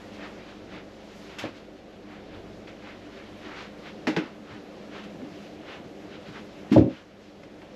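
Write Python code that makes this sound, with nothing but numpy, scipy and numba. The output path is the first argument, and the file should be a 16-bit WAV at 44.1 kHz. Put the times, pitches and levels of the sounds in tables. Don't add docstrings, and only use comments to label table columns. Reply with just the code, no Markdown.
import sys
import numpy as np
from scipy import signal
from scipy.fft import rfft, irfft, next_fast_len
from scipy.io import wavfile
from scipy.ndimage import uniform_filter1d
from numba import njit

SR = 44100
rng = np.random.default_rng(int(sys.argv[2]) if len(sys.argv) > 2 else 0)


def output_pcm(signal):
    pcm = np.clip(np.atleast_2d(signal).T, -1, 1) * 32767
    wavfile.write(sys.argv[1], SR, np.round(pcm).astype(np.int16))


N = 342083
T = np.arange(N) / SR
BANDS_HZ = 500 * 2 ** np.arange(0, 5, .5)


def undb(db):
    return 10 ** (np.asarray(db) / 20)


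def unit(x):
    return x / np.sqrt(np.mean(x ** 2))


def fader(points):
    return undb(np.interp(T, *np.transpose(points)))


def colour(x, points):
    size = next_fast_len(len(x))
    hz, db = np.transpose(points)
    f = np.arange(size // 2 + 1) * SR / size + 1
    return irfft(rfft(x, size) * undb(np.interp(np.log(f), np.log(hz), db)), size)[:len(x)]


def noise_band(hz, width_hz):
    b, a = signal.iirpeak(hz, hz / width_hz, SR)
    return unit(signal.lfilter(b, a, signal.lfilter(b, a, rng.standard_normal(N))))


def waver(rate_hz):
    hold = int(SR / rate_hz)
    steps = np.repeat(rng.standard_normal(N // hold + 1), hold)
    return uniform_filter1d(uniform_filter1d(steps, hold), hold)[:N]


def bell(hz, centre_hz, octaves):
    return np.exp(-.5 * (np.log2(hz / centre_hz) / octaves) ** 2)


@njit
def follow(x, attack, release):
    level, envelope = 0., np.empty(len(x))
    for i in range(len(x)):
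        level += (abs(x[i]) - level) * (attack if abs(x[i]) > level else release)
        envelope[i] = level
    return envelope


# frequency in Hz, relative level in dB.
MOTOR_TONES = [(27, -11.5), (53.8, -2.5), (78, -18), (102.3, -2.5)]
# time in seconds, level in dB.
MOTOR_LEVEL = [(0, -60.5), (2.1, -64), (2.36, -55.5), (2.75, -62), (3.8, -61.5), (4.05, -66), (5.9, -68.5),
               (7.76, -60.5)]


def motor_hum():
    hum = np.zeros(N)
    for hz, db in MOTOR_TONES:
        amplitude = np.sqrt(2) * undb(db + 0.98 * waver(rate_hz=3))
        hum += amplitude * np.sin(2 * np.pi * (hz * T + rng.random()))
    return hum * fader(MOTOR_LEVEL)


# frequency in Hz, relative spectral density in dB.
AIR_SPECTRUM = [(18, -42), (30, -33.5), (93, -9.5), (130, -13), (207, 0.5), (269, -10), (304, -6.5),
                (389, -2), (427, -7), (506, -4), (791, -12.5), (1200, -47), (1560, -52), (2640, -120)]
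# frequency in Hz, width in Hz, relative level in dB.
DUCT_RESONANCES = [(205.4, 10.4, -1), (215, 54, -10), (299.9, 21, 4.5), (394.4, 12.7, -3.5), (556, 100, -6),
                   (657, 37, -9.5)]
# time in seconds, level in dB.
VENT_LEVEL = [(0, -48), (.22, -44), (.6, -48.5), (.74, -43), (.9, -48), (1.7, -47.5), (2.1, -47.5),
              (2.36, -44.5), (2.75, -46.5), (3.7, -46), (3.95, -44), (4.4, -45.5), (5.12, -43.5),
              (5.32, -45), (5.55, -44.5), (6.2, -44.5), (7, -46.5), (7.76, -42.5)]


def ventilation():
    ducts = sum(undb(db + 0.84 * waver(rate_hz=4.13)) * noise_band(hz, width_hz)
                for hz, width_hz, db in DUCT_RESONANCES)
    air = unit(colour(rng.standard_normal(N), AIR_SPECTRUM)) * undb(0.31 * waver(rate_hz=4.4))
    return unit(air + undb(-3.5) * unit(ducts)) * fader(VENT_LEVEL)


# time in seconds, strongest band's level in dB.
RUSTLE_LEVEL = [(0, -58.5), (.8, -63), (1.35, -58.5), (1.7, -65), (2.4, -62.5), (3.75, -60.5), (4.4, -61),
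                (4.7, -60), (5.9, -61.5), (7.76, -58.5)]
# time of the peak in seconds, band level at the centre in dB,
# centre in Hz, fall time in ms.
BRUSH_STROKES = [(.15, -56, 3000, 21), (.237, -48.5, 1740, 43), (.41, -58, 1770, 83), (.498, -55, 1970, 26),
                 (0.749, -52.5, 1670, 47), (.95, -80, 6000, 39), (1.22, -60, 7000, 95),
                 (1.328, -54.5, 1720, 31), (1.44, -45.5, 2010, 38), (1.573, -58, 3400, 26),
                 (2.13, -57, 1490, 52), (2.351, -57, 1760, 59), (2.883, -54.5, 1840, 57),
                 (3.19, -56.5, 2200, 85), (3.495, -49, 1500, 57), (3.597, -46.5, 1980, 46),
                 (3.875, -48.5, 1980, 26), (4.26, -52, 1500, 27), (4.527, -52.5, 1800, 40),
                 (4.98, -50.5, 2030, 50), (5.43, -60.5, 4100, 77), (5.723, -49, 1700, 49),
                 (6.139, -54, 2090, 27), (6.28, -56, 2480, 20), (6.371, -49, 1840, 32),
                 (6.742, -44, 2980, 21), (6.95, -48, 2220, 51), (7.24, -59, 4100, 40)]


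def swishes(bands):
    rustle = fader(RUSTLE_LEVEL)
    out = np.zeros(N)
    for hz, noise in zip(BANDS_HZ, bands):
        power = (bell(hz, centre_hz=2000, octaves=2.19) * rustle) ** 2
        for peak_s, peak_db, centre_hz, fall_ms in BRUSH_STROKES:
            near = slice(max(int((peak_s - .4) * SR), 0), int((peak_s + .4) * SR))
            ms = 1000 * (T[near] - peak_s)
            width_ms = fall_ms * np.where(ms < 0, 0.91, 1)
            stroke = np.exp(-(ms / width_ms) ** 2)
            power[near] += stroke * (bell(hz, centre_hz, octaves=0.96) * undb(peak_db)) ** 2
        out += noise * np.sqrt(power) * undb(2.0 * waver(rate_hz=25))
    return out


# time in seconds, band level at the centre in dB,
# centre in Hz, width in octaves, echo relative to the click in dB.
METAL_CLICKS = [(1.385, -41.5, 5050, 1.54, -2.5), (1.393, -47.5, 5000, 1.5, -6),
                (2.345, -55, 1500, 1.2, -8), (2.672, -58, 2470, .8, 7), (2.872, -55, 1800, 1.3, -7),
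                (4.07, -35, 2300, 1.35, -0.5), (4.164, -32.5, 2070, 1.08, -3.5),
                (5.036, -53, 4000, 1.9, -7), (5.215, -54.5, 1640, .92, -20), (6.721, -46, 2580, 4.1, 4.5),
                (6.774, -47.5, 2600, 1.3, 5.5), (7.433, -51, 2400, 1.3, -9), (7.6182, -51, 1300, 1.3, -6)]
# frequency in Hz, width in Hz, gain in dB.
FITTING_RESONANCES = [(838, 140, 4), (1490, 390, -7), (2130, 410, -4.5), (2650, 110, -0.5), (3540, 190, -7),
                      (5300, 340, -9.5)]
CLICK_MS, ECHO_T60_S = 7.6, 0.25


def latch_clicks(bands):
    out = np.zeros(N)
    for time_s, peak_db, centre_hz, octaves, echo_db in METAL_CLICKS:
        start = int((time_s - .001) * SR)
        t = T[:min(SR // 2, N - start)]
        span = slice(start, start + len(t))
        for hz, noise in zip(BANDS_HZ, bands):
            rise_s = 0.002 * max(hz / 3000, 1)
            rattle = np.exp(-(1000 * t / CLICK_MS) ** 2) * np.minimum(t / rise_s, 1)
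            decay_db = 60 * t / ECHO_T60_S * (hz / 2000) ** 0.12
            echo = undb(echo_db - decay_db) * np.minimum(t / 0.013, 1)
            out[span] += noise[span] * (rattle + echo) * bell(hz, centre_hz, octaves) * undb(peak_db)
    ringing = sum(undb(db) * signal.lfilter(*signal.iirpeak(hz, hz / width_hz, SR), out)
                  for hz, width_hz, db in FITTING_RESONANCES)
    return out + ringing


# frequency in Hz, relative level in dB, seconds to fall 60 dB at
PANEL_MODES = [(58, -19, 0.31), (86, 2.5, 0.24), (97.3, -19, 0.33), (113.9, 6.5, 0.36),
               (138.4, -17.5, 0.38), (146, -1, 0.31), (169.3, -1, 0.45), (197.7, 3.5, 0.23),
               (205, -10, 0.65), (223.4, -4.5, 0.15), (259.8, -1.5, 0.62), (302.6, 3, 0.43), (315, 1, 0.39),
               (339, -8.5, 0.59), (386, -11.5, 0.29), (421, -5, 0.1), (433, -20.5, 0.36),
               (506.6, -7.5, 0.44), (551, -2, 0.77), (628.4, -1, 0.4), (725, -15, 0.59), (685, -1, 0.32),
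               (832, 2, 0.079), (945, -30, .25), (1080, 10, 0.12)]
# frequency in Hz, gain in dB.
PANEL_RADIATION = [(20, -29), (60, -3.5), (100, 1.5), (20000, -5.5)]
# start in seconds, level
# in dB, centre of the modes reached in Hz, reach in octaves, damping factor, free ringing time in ms.
WOOD_BLOWS = [(.655, -52, 543, 0.38, 1.9, 150), (1.428, -39, 95, .4, 2.3, 150),
              (1.437, -29.5, 380, 0.86, 2.16, 150), (2.329, -54, 89, 0.21, 0.73, 250),
              (3.438, -37, 330, 0.15, 2.3, 150), (4.0744, -20.5, 306, 0.52, 2.04, 140),
              (4.1661, -17.5, 300, 0.51, 2.28, 150), (4.509, -35, 112, 1, 3.3, 150),
              (5.138, -44.5, 195, 0.29, 0.51, 140), (5.219, -30.5, 267, 0.52, 3.3, 38),
              (5.855, -37, 121, .6, 6.8, 150), (6.279, -43.5, 147, .32, 1.8, 150),
              (6.716, -16, 247, 0.35, 0.42, 58), (6.7605, -11.5, 505, 0.43, 2.1, 180),
              (6.762, -6, 96, 0.76, 1.5, 250), (6.764, -6.5, 292, 0.41, 1.12, 160),
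              (6.815, -19, 354, 0.61, 2.2, 97), (6.855, -20.5, 280, 0.62, 1.57, 74),
              (7.432, -41.5, 303, 1, 1.6, 130)]
PUSH_CYCLES, STOP_MS = 0.78, 23
THUMP_DB, THUMP_CYCLES = 6, 0.95
BUZZ_DB, BUZZ_T60_S = -1.5, 0.37


def panels_and_door():
    out = np.zeros(N)
    hz, db, t60_s = np.transpose(PANEL_MODES)[:, :, None]
    sign = (-1.) ** np.arange(len(hz))[:, None]
    t = T[:SR // 2]
    bins_hz = 2 * np.arange(len(t) // 2 + 1) + 1
    scatter = rng.standard_normal((len(WOOD_BLOWS), len(hz), 2))
    for (start_s, level_db, centre_hz, octaves, damping, free_ms), chance in zip(WOOD_BLOWS, scatter):
        share = undb(db + 1.7 * chance[:, :1]) * bell(hz, centre_hz, octaves)
        detune = 1 + 0.002 * chance[:, 1:]
        modes = sign * np.sin(2 * np.pi * hz * detune * t) * share * undb(-60 * damping * t / t60_s)
        ring = np.sqrt(2 / np.sum(share ** 2)) * modes.sum(axis=0)
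        spectrum = rfft(rng.standard_normal(len(t))) * bell(bins_hz, centre_hz, 1.26 * octaves)
        buzz = unit(irfft(spectrum, len(t))) * undb(BUZZ_DB - 60 * damping * t / BUZZ_T60_S)
        cycles = centre_hz * t
        thump = undb(THUMP_DB) * np.sin(2 * np.pi * cycles) * np.exp(-(cycles / THUMP_CYCLES) ** 2)
        push = 1 - np.exp(-cycles / PUSH_CYCLES)
        stilled = np.exp(-np.maximum(1000 * t - free_ms, 0) / STOP_MS)
        knock = undb(level_db) * push * stilled * (ring + buzz + thump)
        start = int(start_s * SR)
        out[start:start + len(t)] += knock[:N - start]
    return colour(out, PANEL_RADIATION)


def scene():
    rubbed = [noise_band(hz, 0.68 * hz) for hz in BANDS_HZ]
    struck = [noise_band(hz, 0.68 * hz) for hz in BANDS_HZ]
    background = ventilation() + motor_hum()
    return (background + swishes(rubbed) + panels_and_door() + latch_clicks(struck))[None]


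# frequency in Hz, gain in dB.
PHONE_RESPONSE = [(30, 3), (3000, 0), (5000, -3.5), (7000, -7.5), (8600, -16), (9600, -16.5), (12000, -9.5),
                  (12600, -18), (13300, -30)]
# frequency in Hz, gain in dB.
PHONE_NOTCH = [(8800, 0), (8950, -15), (9150, -15), (9400, 0)]
AGC_THRESHOLD_DB, AGC_RATIO, AGC_ATTACK_S, AGC_RELEASE_S = -33.5, 1.526, 0.12, 1
CEILING, TOP_HZ = 0.97, 13300


def record(dry):
    x = colour(colour(dry[0], PHONE_RESPONSE), PHONE_NOTCH)
    envelope = follow(x, 1 / (AGC_ATTACK_S * SR), 1 / (AGC_RELEASE_S * SR))
    x = x * np.minimum(1, undb(AGC_THRESHOLD_DB) / (envelope + 1e-9)) ** (1 - 1 / AGC_RATIO)
    rounded = x / (1 + (x / CEILING) ** 4) ** .25
    top_cut = signal.ellip(10, .2, 80, TOP_HZ, fs=SR, output="sos")
    return signal.sosfilt(top_cut, rounded)[None]


dry = scene()
out = record(dry)
output_pcm(out)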